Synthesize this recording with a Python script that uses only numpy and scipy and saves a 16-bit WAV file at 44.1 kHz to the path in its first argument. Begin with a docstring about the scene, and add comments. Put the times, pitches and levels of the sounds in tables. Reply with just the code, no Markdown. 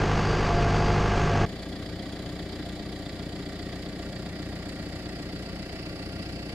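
"""An open field, where a four-cylinder diesel tractor is heard in two scenes.
First it pulls a harrow close by, in mono: the exhaust drones, the engine roars with every firing,
gear teeth whine, the turbocharger whistles and a little wind rumbles.
Then, abruptly, it idles farther off, in stereo, creeping past to the right: the exhaust puffs,
the fuel injectors tick, and the burning fuel knocks in a ringing clatter."""
import sys
import numpy as np
from scipy import signal
from scipy.fft import rfft, irfft, next_fast_len
from scipy.io import wavfile
from scipy.ndimage import map_coordinates

SR = 44100
rng = np.random.default_rng(int(sys.argv[2]) if len(sys.argv) > 2 else 0)


def materialize(psi):
    """Save the field psi as 16-bit PCM at rate SR to the path in sys.argv[1].

    A 1-D psi becomes a single channel; in a 2-D psi each row is a channel.
    """
    bounded = np.clip(np.atleast_2d(psi).T, -1, 1)
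    quanta = np.round(bounded * 32767).astype(np.int16)
    wavfile.write(sys.argv[1], SR, quanta)


N = 288414
SWITCH_S = 1.458  # the working engine gives way to the idling one
LOAD_HZ, IDLE_HZ = 51.1, 30.0  # firings a second

# how hard each of the four cylinders fires: level/dB
CYLINDER_LEVELS = [-0.19, 0.27, -0.28, -0.26]
# ring of an injector needle snapping shut: f/Hz, width/Hz, level/dB
NEEDLE_MODES = [(9300, 900, 0), (10800, 1300, -4), (12700, 1800, -9)]


def amp(db):
    """Turn decibels into a gain."""
    return 10 ** (np.asarray(db) / 20)


def unit(x):
    """Scale x to an average size (rms) of 1."""
    return x / np.sqrt(np.mean(x ** 2) + 1e-20)


def along(points, hz):
    """Read between (f/Hz, value) points on a log frequency axis."""
    f, values = np.transpose(points)
    return np.interp(np.log(hz + 1), np.log(f + 1), values)


def clock():
    """The time of every sample, in seconds."""
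    return np.arange(N) / SR


def wobble(rate):
    """A smooth curve through rate random values a second."""
    return map_coordinates(rng.standard_normal(int(N * rate / SR) + 4), [clock() * rate])


def gate(start, length, edge):
    """A gain that rises for edge seconds before start, holds for length, then falls."""
    t = clock() - start
    return np.clip(1 + np.minimum(t, length - t) / edge, 0, 1)


def bump(at_s, span_s):
    """A bell curve in time, like a beam of sound sweeping past the listener."""
    return np.exp(-((clock() - at_s) / span_s) ** 2)


def filtered(x, response):
    """Scale each frequency in x by response(hz)."""
    size = next_fast_len(N + SR // 2)
    return irfft(rfft(x, size) * response(np.fft.rfftfreq(size, 1 / SR)), size)[..., :N]


def coloured(x, spectrum):
    """Shape x with a (f/Hz, level/dB) curve, then scale it to rms 1."""
    return unit(filtered(x, lambda hz: amp(along(spectrum, hz))))


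def above(hz, corner_hz):
    """The share of power that passes a steep filter which cuts the lows."""
    return 1 / (1 + (corner_hz / (hz + 1)) ** 8)


def resonance(f, hz, width):
    """How one mode (a ringing pitch, hz) responds at the frequencies f."""
    return 1j * f * width / (hz * hz - f * f + 1j * f * width)


def ringing(x, modes):
    """x plus the ring it stirs up in the modes."""
    return filtered(x, lambda f: 1 + sum(amp(db) * resonance(f, hz, width) for hz, width, db in modes))


def whine(hz, width):
    """A fuzzy tone: a narrow band of noise around hz."""
    angle = 2 * np.pi * hz * clock()
    return wobble(width) * np.cos(angle) + wobble(width) * np.sin(angle)


def stereo(pair):
    """Blend two unrelated signals so the ears hear alike in the bass, apart in the treble."""
    # how alike the ears are: f/Hz, likeness (1 = the same)
    likeness = [(100, 1), (700, 1), (1300, 0.9), (2400, 0.41), (3500, 0.22), (4500, 0.43), (8000, 0)]
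    turn = lambda hz: np.arccos(np.clip(along(likeness, hz), -1, 1)) / 2
    mid, side = filtered(pair, lambda hz: np.array([np.cos(turn(hz)), np.sin(turn(hz))]))
    return np.array([mid + side, mid - side])


def vibration(firing, repeat, count=4):
    """Noise whose metallic part partly repeats every count firings; firing is the running count."""
    size = int(count * N / (firing[-1] - firing[0]))
    pattern = map_coordinates(rng.standard_normal(size), [firing % count / count * size],
                              mode="grid-wrap")
    share = lambda hz: np.clip(repeat, 0, 1) * above(hz, corner_hz=440)
    fresh = filtered(rng.standard_normal(N), lambda hz: np.sqrt(1 - share(hz)))
    return filtered(pattern, lambda hz: np.sqrt(share(hz))) + fresh


def blows(firing, scatter_db):
    """The strength of each firing, set by its cylinder and by chance."""
    number = np.floor(firing + .5).astype(int)
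    size_db = np.resize(CYLINDER_LEVELS, 512) + scatter_db * rng.standard_normal(512)
    return amp(size_db[number])


def stroke(firing, onset, rise, decay, floor_db):
    """A gain that rises at each firing, then fades toward a floor; times are in firing periods."""
    age = (firing - onset) % 1
    pulse = lambda a: np.minimum(a / rise, 1) * np.exp(-np.maximum(a - rise, 0) / decay)
    return np.sqrt(pulse(age) ** 2 + pulse(age + 1) ** 2 + amp(floor_db) ** 2)


def struck(envelope, modes):
    """Ringing metal: noise tuned to the modes, as loud as the envelope says."""
    power = lambda f: sum(amp(db) ** 2 * abs(resonance(f, hz, width)) ** 4 for hz, width, db in modes)
    noise = stereo(rng.standard_normal((2, N)))
    return envelope * unit(filtered(noise, lambda f: np.sqrt(power(f))))


def strikes(firing, cylinder_db, modes, onset, rise_s, t60):
    """One strike on metal per idle firing, fading at a rate of 60 dB in t60 seconds."""
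    number, age = np.divmod(firing - onset, 1)
    age_s = age / IDLE_HZ
    size_db = np.resize(cylinder_db, 512) + 1.5 * rng.standard_normal(512)
    fade = amp(size_db[number.astype(int) + 1] - 60 * age_s / t60)
    return unit(struck(fade * np.minimum(age_s / rise_s, 1), modes))


def impacts(rows, modes, t60, rise_s=.0006):
    """Single (t/s, level/dB) blows on metal that rise suddenly and die away."""
    t = clock()
    envelope = sum(amp(db - 60 * np.maximum(t - s, 0) / t60) * np.clip((t - s) / rise_s, 0, 1)
                   for s, db in rows)
    return struck(envelope, modes)


def air():
    """A faint hiss over the field, and a light breeze that differs from ear to ear."""
    # colour of the breeze: f/Hz, level/dB
    breeze = [(10, -8), (30, -3), (90, 10), (200, -19), (800, -52)]
    hiss = amp(-67.5) * rng.standard_normal((2, N))
    return hiss + amp(-56.5) * coloured(rng.standard_normal((2, N)), breeze)


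def wind():
    """Moving air makes a low, wavering rumble."""
    # colour of the wind: f/Hz, level/dB
    rumble = [(5, -20), (14, -1), (30, -7), (50, -6), (100, -38), (400, -73)]
    return amp(-33 + wobble(1.5)) * coloured(rng.standard_normal(N), rumble)


def shafts():
    """Turning shafts give off weak, wavering whines."""
    # the whines: f/Hz, width/Hz, level/dB
    whines = [(1054, 14, -48), (1152, 30, -49), (1385, 14, -52), (1595, 28, -46.5), (1605, 130, -46),
              (2950, 200, -55), (3280, 220, -57), (6450, 300, -58)]
    return sum(amp(db) * whine(hz, width) for hz, width, db in whines)


def squeaks():
    """Metal gives short, thin squeaks."""
    # the squeaks: t/s, length/s, f/Hz, level/dB
    events = [(.18, .03, 4560, -54), (0.263, .09, 4580, -54), (.27, .03, 4790, -50), (.55, .05, 4800, -52),
              (.74, .05, 4530, -50), (0.828, 0.088, 4810, -51.5)]
    return sum(amp(db) * gate(s, length, edge=.025) * whine(hz, width=220)
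               for s, length, hz, db in events)


def turbocharger():
    """The turbocharger whistles faintly, and louder in fits."""
    # the fits: t/s, length/s, relative level/dB
    fits = [(0.195, 0.44, -48.5), (0.727, 0.19, -47)]
    boost = amp(-55.5) + sum(amp(db) * gate(s, length, edge=.04) for s, length, db in fits)
    return boost * amp(1.1 * wobble(22) - 3.5) * whine(hz=4720, width=560)


def gears(firing):
    """Gear teeth meet in step with the engine and sing louder once they take the load."""
    engage_s, rise_s, teeth_per_firing = .42, .04, 13.75
    slack_db, loaded_db, ease_db_per_s = -42, -33.6, 2.6
    since = np.maximum(clock() - engage_s, 0)
    loaded = np.minimum(since / rise_s, 1)
    level_db = slack_db + loaded * (loaded_db - slack_db) - ease_db_per_s * since
    # the teeth meet a little unevenly, in timing and in force
    tone = np.sin(2 * np.pi * teeth_per_firing * firing + .62 * wobble(55))
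    return np.sqrt(2) * amp(level_db + 2.4 * wobble(35.3)) * tone


def needle_snaps(firing):
    """An injector needle snaps shut for every firing."""
    # strength by cylinder: level/dB
    strengths = [-2, -4, 0, 0]
    snap = strikes(firing, strengths, NEEDLE_MODES, onset=.62, rise_s=.0006, t60=.035)
    return amp(-72.8) * snap * amp([[3], [-3]])  # left and right ear


def injector_tick(firing):
    """One injector line ticks louder than the rest, clearest while it faces the listener."""
    # strength by cylinder: level/dB
    strengths = [-4, 0, -9, -5]
    # ring of the line: f/Hz, width/Hz, level/dB
    modes = [(6950, 320, -3), (7700, 340, 0)]
    tick = strikes(firing, strengths, modes, onset=.63, rise_s=.0012, t60=.035)
    facing = .3 + .6 * bump(at_s=4.25, span_s=1.2)
    return amp(-64.5) * facing * tick * amp([[-3.5], [3.5]])


def block_ping(firing):
    """Hard-burning fuel pings the block, clearest while the hardest cylinder faces the listener."""
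    # strength by cylinder: level/dB
    strengths = [0, -4, -11, -10]
    # ring of the ping: f/Hz, width/Hz, level/dB
    modes = [(1920, 200, -4.5), (3360, 380, 1.5), (3880, 200, -4), (4600, 300, -1.5), (4940, 220, -3)]
    ping = strikes(firing, strengths, modes, onset=.79, rise_s=.003, t60=.045)
    facing = .19 + .7 * bump(at_s=2.5, span_s=1.7)
    return amp(-54) * facing * ping * amp([[-1.5], [1.5]])


def side_knock(firing):
    """The side of the block knocks more clearly as it comes round to the listener."""
    # ring of the side: f/Hz, width/Hz, level/dB
    modes = [(1410, 80, 0), (2020, 120, 2), (2660, 160, -3), (2930, 120, -5), (4400, 160, -4),
             (4700, 200, -2), (5130, 260, -2)]
    knock = strikes(firing, CYLINDER_LEVELS, modes, onset=.78, rise_s=.003, t60=.06)
    return amp(-53.5) * bump(at_s=5.9, span_s=1.4) * knock


def hard_firings():
    """Now and then one firing knocks or snaps harder than the rest."""
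    # the hardest knocks: t/s, level/dB
    knock_times = [(1.63, -41), (1.76, -42), (2.124, -44.5), (2.392, -44), (2.523, -41), (2.925, -44),
                   (3.093, -41), (3.593, -41), (4.16, -43.5)]
    # what they ring: f/Hz, width/Hz, level/dB
    knock_modes = [(1250, 500, -5), (1950, 500, -1), (3420, 800, -4), (4630, 700, 0)]
    # the hardest needle snaps: t/s, level/dB
    snap_times = [(2.689, -53), (3.021, -56), (3.621, -56), (3.854, -58), (4.689, -56), (5.82, -58),
                  (6.489, -57)]
    knocks = impacts(knock_times, knock_modes, t60=.045) * amp([[-1], [1]])
    snaps = impacts(snap_times, NEEDLE_MODES, t60=.022) * amp([[3], [-3]])
    return knocks + snaps


def injectors(firing, t60, scatter_db):
    """A snap just before each firing sets the injectors and fuel lines ringing."""
    # their loudest modes: f/Hz, width/Hz, level/dB
    fuel_lines = [(6700, 160, -10), (7600, 270, 3.5), (9060, 270, -12), (11140, 300, -5)]
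    number = np.floor(firing - .62 + .003 * wobble(24))
    size_db = scatter_db * wobble(30) + .74 * np.cos(np.pi * (firing - .6) / 2)
    snaps = np.diff(number, prepend=number[0]) * amp(size_db)
    t = np.arange(SR // 10) / SR
    ring = rng.standard_normal((2, len(t))) * amp(-60 * t / t60)  # countless modes blur into noise
    return unit(ringing(signal.fftconvolve(snaps[None], ring, axes=1)[:, :N], fuel_lines))


def turning(clatter):
    """The clatter changes colour as the tractor turns away and its covers beam their ring past."""
    # change of colour once turned: f/Hz, gain/dB
    change = [(1400, 0), (2000, 1.5), (2350, 1), (2750, 4), (3400, -4), (4100, 1), (4800, 2.5), (6000, 3),
              (6900, -3), (8400, 5), (9300, -4.5), (10100, 0), (10800, 8.5), (12600, -6.5), (14500, 1)]
    # beams from the covers: f/Hz, width/Hz, gain/dB, t/s, half length/s
    covers = [(1396, 50, -3.5, 5.4, 1.4), (1870, 110, -7, 4.4, 1), (2680, 280, -1.5, 6.7, 1.2),
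              (3900, 99, -5, 2.8, 0.72), (4600, 170, -12, 6.5, 0.98)]
    turned = filtered(clatter, lambda hz: amp(along(change, hz)))
    progress = np.interp(clock(), [3.0, 5.9], [0, 1])
    blend = (1 - progress) * clatter + progress * turned
    return blend + sum(amp(db) * bump(at, span) * filtered(blend, lambda f: resonance(f, hz, width))
                       for hz, width, db, at, span in covers)


def creeping(pair):
    """As the tractor moves to the right, its sound reaches the left ear later."""
    lag_s = np.interp(clock(), [1.5, 6.5], [-.00003, .00014])
    left = map_coordinates(pair[0], [(clock() - lag_s) * SR], mode="nearest")
    return np.array([left, pair[1]])


def idle_clatter(firing):
    """Injectors and valves tick in the high treble; below that, the burning fuel knocks."""
    # ringing peaks in the engine's clatter: f/Hz, width/Hz, level/dB
    clatter_peaks = [(970, 7.7, -2), (1168, 38, 1.5), (1402, 16, 0), (1631, 52, 0), (1920, 140, -1),
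                     (2044, 19, -2), (2306, 79, 3), (2663, 81, 1), (2977, 80, 1.5), (3390, 65, -13),
                     (3960, 21, 0.5), (4300, 39, 1), (4660, 36, 4), (5030, 90, -8)]
    # colour of the clatter at each ear: f/Hz, level/dB
    left_colour = [(400, -40), (1000, -5), (2000, -4), (2600, -13), (3350, 0), (4500, -10), (4900, -14.5),
                   (5800, -15), (7300, -21), (7800, -22), (8300, -20.5), (9200, -11.5), (10200, -20.5),
                   (12600, -19), (15000, -42)]
    right_colour = [(400, -35), (1000, -5.5), (1500, -3.5), (2000, -0.5), (2900, -10.5), (3700, -3),
                    (4950, 1.5), (5600, -13.5), (6200, -14.5), (6900, -7), (7800, -14.5), (8600, -33),
                    (9500, -53), (11000, -42)]
    rattle = lambda repeat, count: stereo(np.array([vibration(firing, repeat, count) for _ in range(2)]))
    grain = amp(.21 * wobble(500))  # many small impacts inside each blow
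    metal = rattle(repeat=.36, count=4) + .27 * rattle(repeat=.91, count=1)
    ignition = firing + .029 * wobble(30)  # the fuel catches a little early or late
    burn = stroke(ignition, onset=.49, rise=.37, decay=.47, floor_db=-8)
    knock = unit(ringing(metal * grain * burn * blows(ignition, scatter_db=.6), clatter_peaks))
    closing = stroke(firing, onset=.6, rise=.17, decay=.36, floor_db=-8)
    valves = unit(rattle(repeat=.22, count=4) * closing * blows(firing, scatter_db=1.5))
    tick = .54 * injectors(firing, t60=.24, scatter_db=1.5) + .75 * valves
    high = lambda hz: above(hz, corner_hz=6040)
    lows = filtered(knock, lambda hz: np.sqrt(1 - high(hz)))
    highs = filtered(tick, lambda hz: np.sqrt(high(hz)))
    left, right = lows + highs
    return np.array([amp(-47) * coloured(left, left_colour), amp(-45.5) * coloured(right, right_colour)])


def exhaust_tones(firing, orders, smear_rad, waver_db):
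    """Tones add up to one pressure dip per firing, rippled by the pipe's echo and smeared at random."""
    echo_periods, ripple_rad, turn_rad = .24, .95, .5
    echo = lambda k: ripple_rad * np.cos(2 * np.pi * k * echo_periods - turn_rad)
    lags = smear_rad * rng.standard_normal(len(orders))
    wave = lambda k, lag: -np.sqrt(2) * np.cos(2 * np.pi * k * firing + echo(k) + lag)
    return sum(amp(db + waver_db * wobble(6)) * wave(k, lag) for (k, db), lag in zip(orders, lags))


def idle_exhaust(firing):
    """Slow firings leave as separate puffs, each with a dull chug from pipe and block."""
    # tones of the puffs: multiple of the firing rate, level/dB
    orders = [(1, -54), (2, -46), (3, -48.8), (4, -52.3), (5, -52.5), (5.5, -56), (6, -46), (7, -49.7),
              (7.5, -57), (8, -58), (9, -52.5), (9.5, -54), (10, -47), (10.5, -56), (11, -54), (12, -58),
              (13, -57), (13.5, -54.5), (17, -60.5), (18, -55)]
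    # colour of the chug: f/Hz, level/dB
    chug_colour = [(15, -26), (45, -6), (95, 0.5), (170, 1), (250, -3), (320, -1), (450, -6), (560, -6.5),
                   (680, -4.5), (820, -12), (1100, -29.5), (3000, -72)]
    uneven = firing - .055 + .003 * wobble(30)
    puffs = exhaust_tones(uneven, orders, smear_rad=.3, waver_db=1) * blows(firing + .25, scatter_db=.6)
    noise = stereo(np.array([vibration(firing, repeat=.39), rng.standard_normal(N)]))
    swell = stroke(firing, onset=.63, rise=.43, decay=.91, floor_db=-2.5)
    chug = amp(-40.5) * coloured(noise * swell, chug_colour)
    return (puffs + chug) * amp([[.85], [-.85]])


def harrow_drag():
    """How many Hz the firing rate drops as the harrow bites deeper."""
    # the bites: t/s, drop/Hz
    bites = [(.678, .62), (1.43, .79)]
    return sum(drop * bump(s, span_s=.205) for s, drop in bites)


def working_drone(firing):
    """Under load, quick and slightly uneven firings merge into an exhaust drone."""
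    # tones of exhaust and block: multiple of the firing rate, relative level/dB
    orders = [(1, -33), (2, -31.7), (2.25, -49), (2.5, -49), (3, -33.2), (3.25, -47), (3.5, -38.8),
              (3.75, -46), (4, -40.5), (5, -46), (6, -45), (7, -39.5), (7.75, -47), (8, -50), (8.5, -48),
              (8.75, -47), (9, -43), (9.5, -49), (11, -45), (12, -53), (14.75, -47.5), (15.75, -48),
              (16.75, -47), (17.75, -52), (19, -52), (22.5, -50)]
    # rise and fall of the drone: t/s, relative level/dB
    loudness = [(0, -25.5), (.14, -26.5), (.27, -25.5), (.37, -26), (.55, -25), (.9, -24.5), (1.12, -25.5),
                (1.3, -26), (1.41, -22.5), (1.45, -22)]
    level_db = np.interp(clock(), *np.transpose(loudness)) - .36
    uneven = firing + .26 + .005 * wobble(25)
    return amp(level_db) * unit(exhaust_tones(uneven, orders, smear_rad=2.4, waver_db=.9))


def working_roar(firing):
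    """The shaking engine roars, throbbing with every firing and dipping a little as the harrow bites."""
    # colour of the roar: f/Hz, level/dB
    colour = [(35, -14), (65, 0.5), (200, -3.5), (290, -6), (420, -2), (640, -9), (1100, -8.5),
              (1400, -12.5), (1490, -12), (1620, -11.5), (2900, -19), (3800, -25), (4700, -25),
              (6600, -30.5), (8500, -43), (15000, -68.5)]
    metal = vibration(firing, repeat=.6) + .28 * vibration(firing, repeat=.94, count=1)
    throb_db = 1.55 * np.cos(2 * np.pi * firing) + .08 * np.cos(np.pi * firing / 2) + .55 * wobble(40.27)
    return amp(-27.5 - .8 * harrow_drag()) * coloured(metal * amp(throb_db), colour)


def scene():
    """The working tractor, then the idling one."""
    fast = np.cumsum(LOAD_HZ - harrow_drag()) / SR  # firings counted since the start
    slow = IDLE_HZ * clock()
    working = working_drone(fast) + working_roar(fast)
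    working += gears(fast) + turbocharger() + squeaks() + shafts() + wind()
    idling = idle_exhaust(slow) + turning(idle_clatter(slow))
    idling += block_ping(slow) + injector_tick(slow) + needle_snaps(slow)
    idling += side_knock(slow) + hard_firings()
    first = np.clip(np.minimum(clock() / .00097, (SWITCH_S - clock()) / .0092), 0, 1)
    second = np.clip((clock() - SWITCH_S) / .0046, 0, 1)
    return first * working + second * (creeping(idling) + air())


def record(dry):
    """Cut off the very highest treble."""
    return filtered(dry, lambda hz: hz < 15700)


dry = scene()
out = record(dry)
materialize(out)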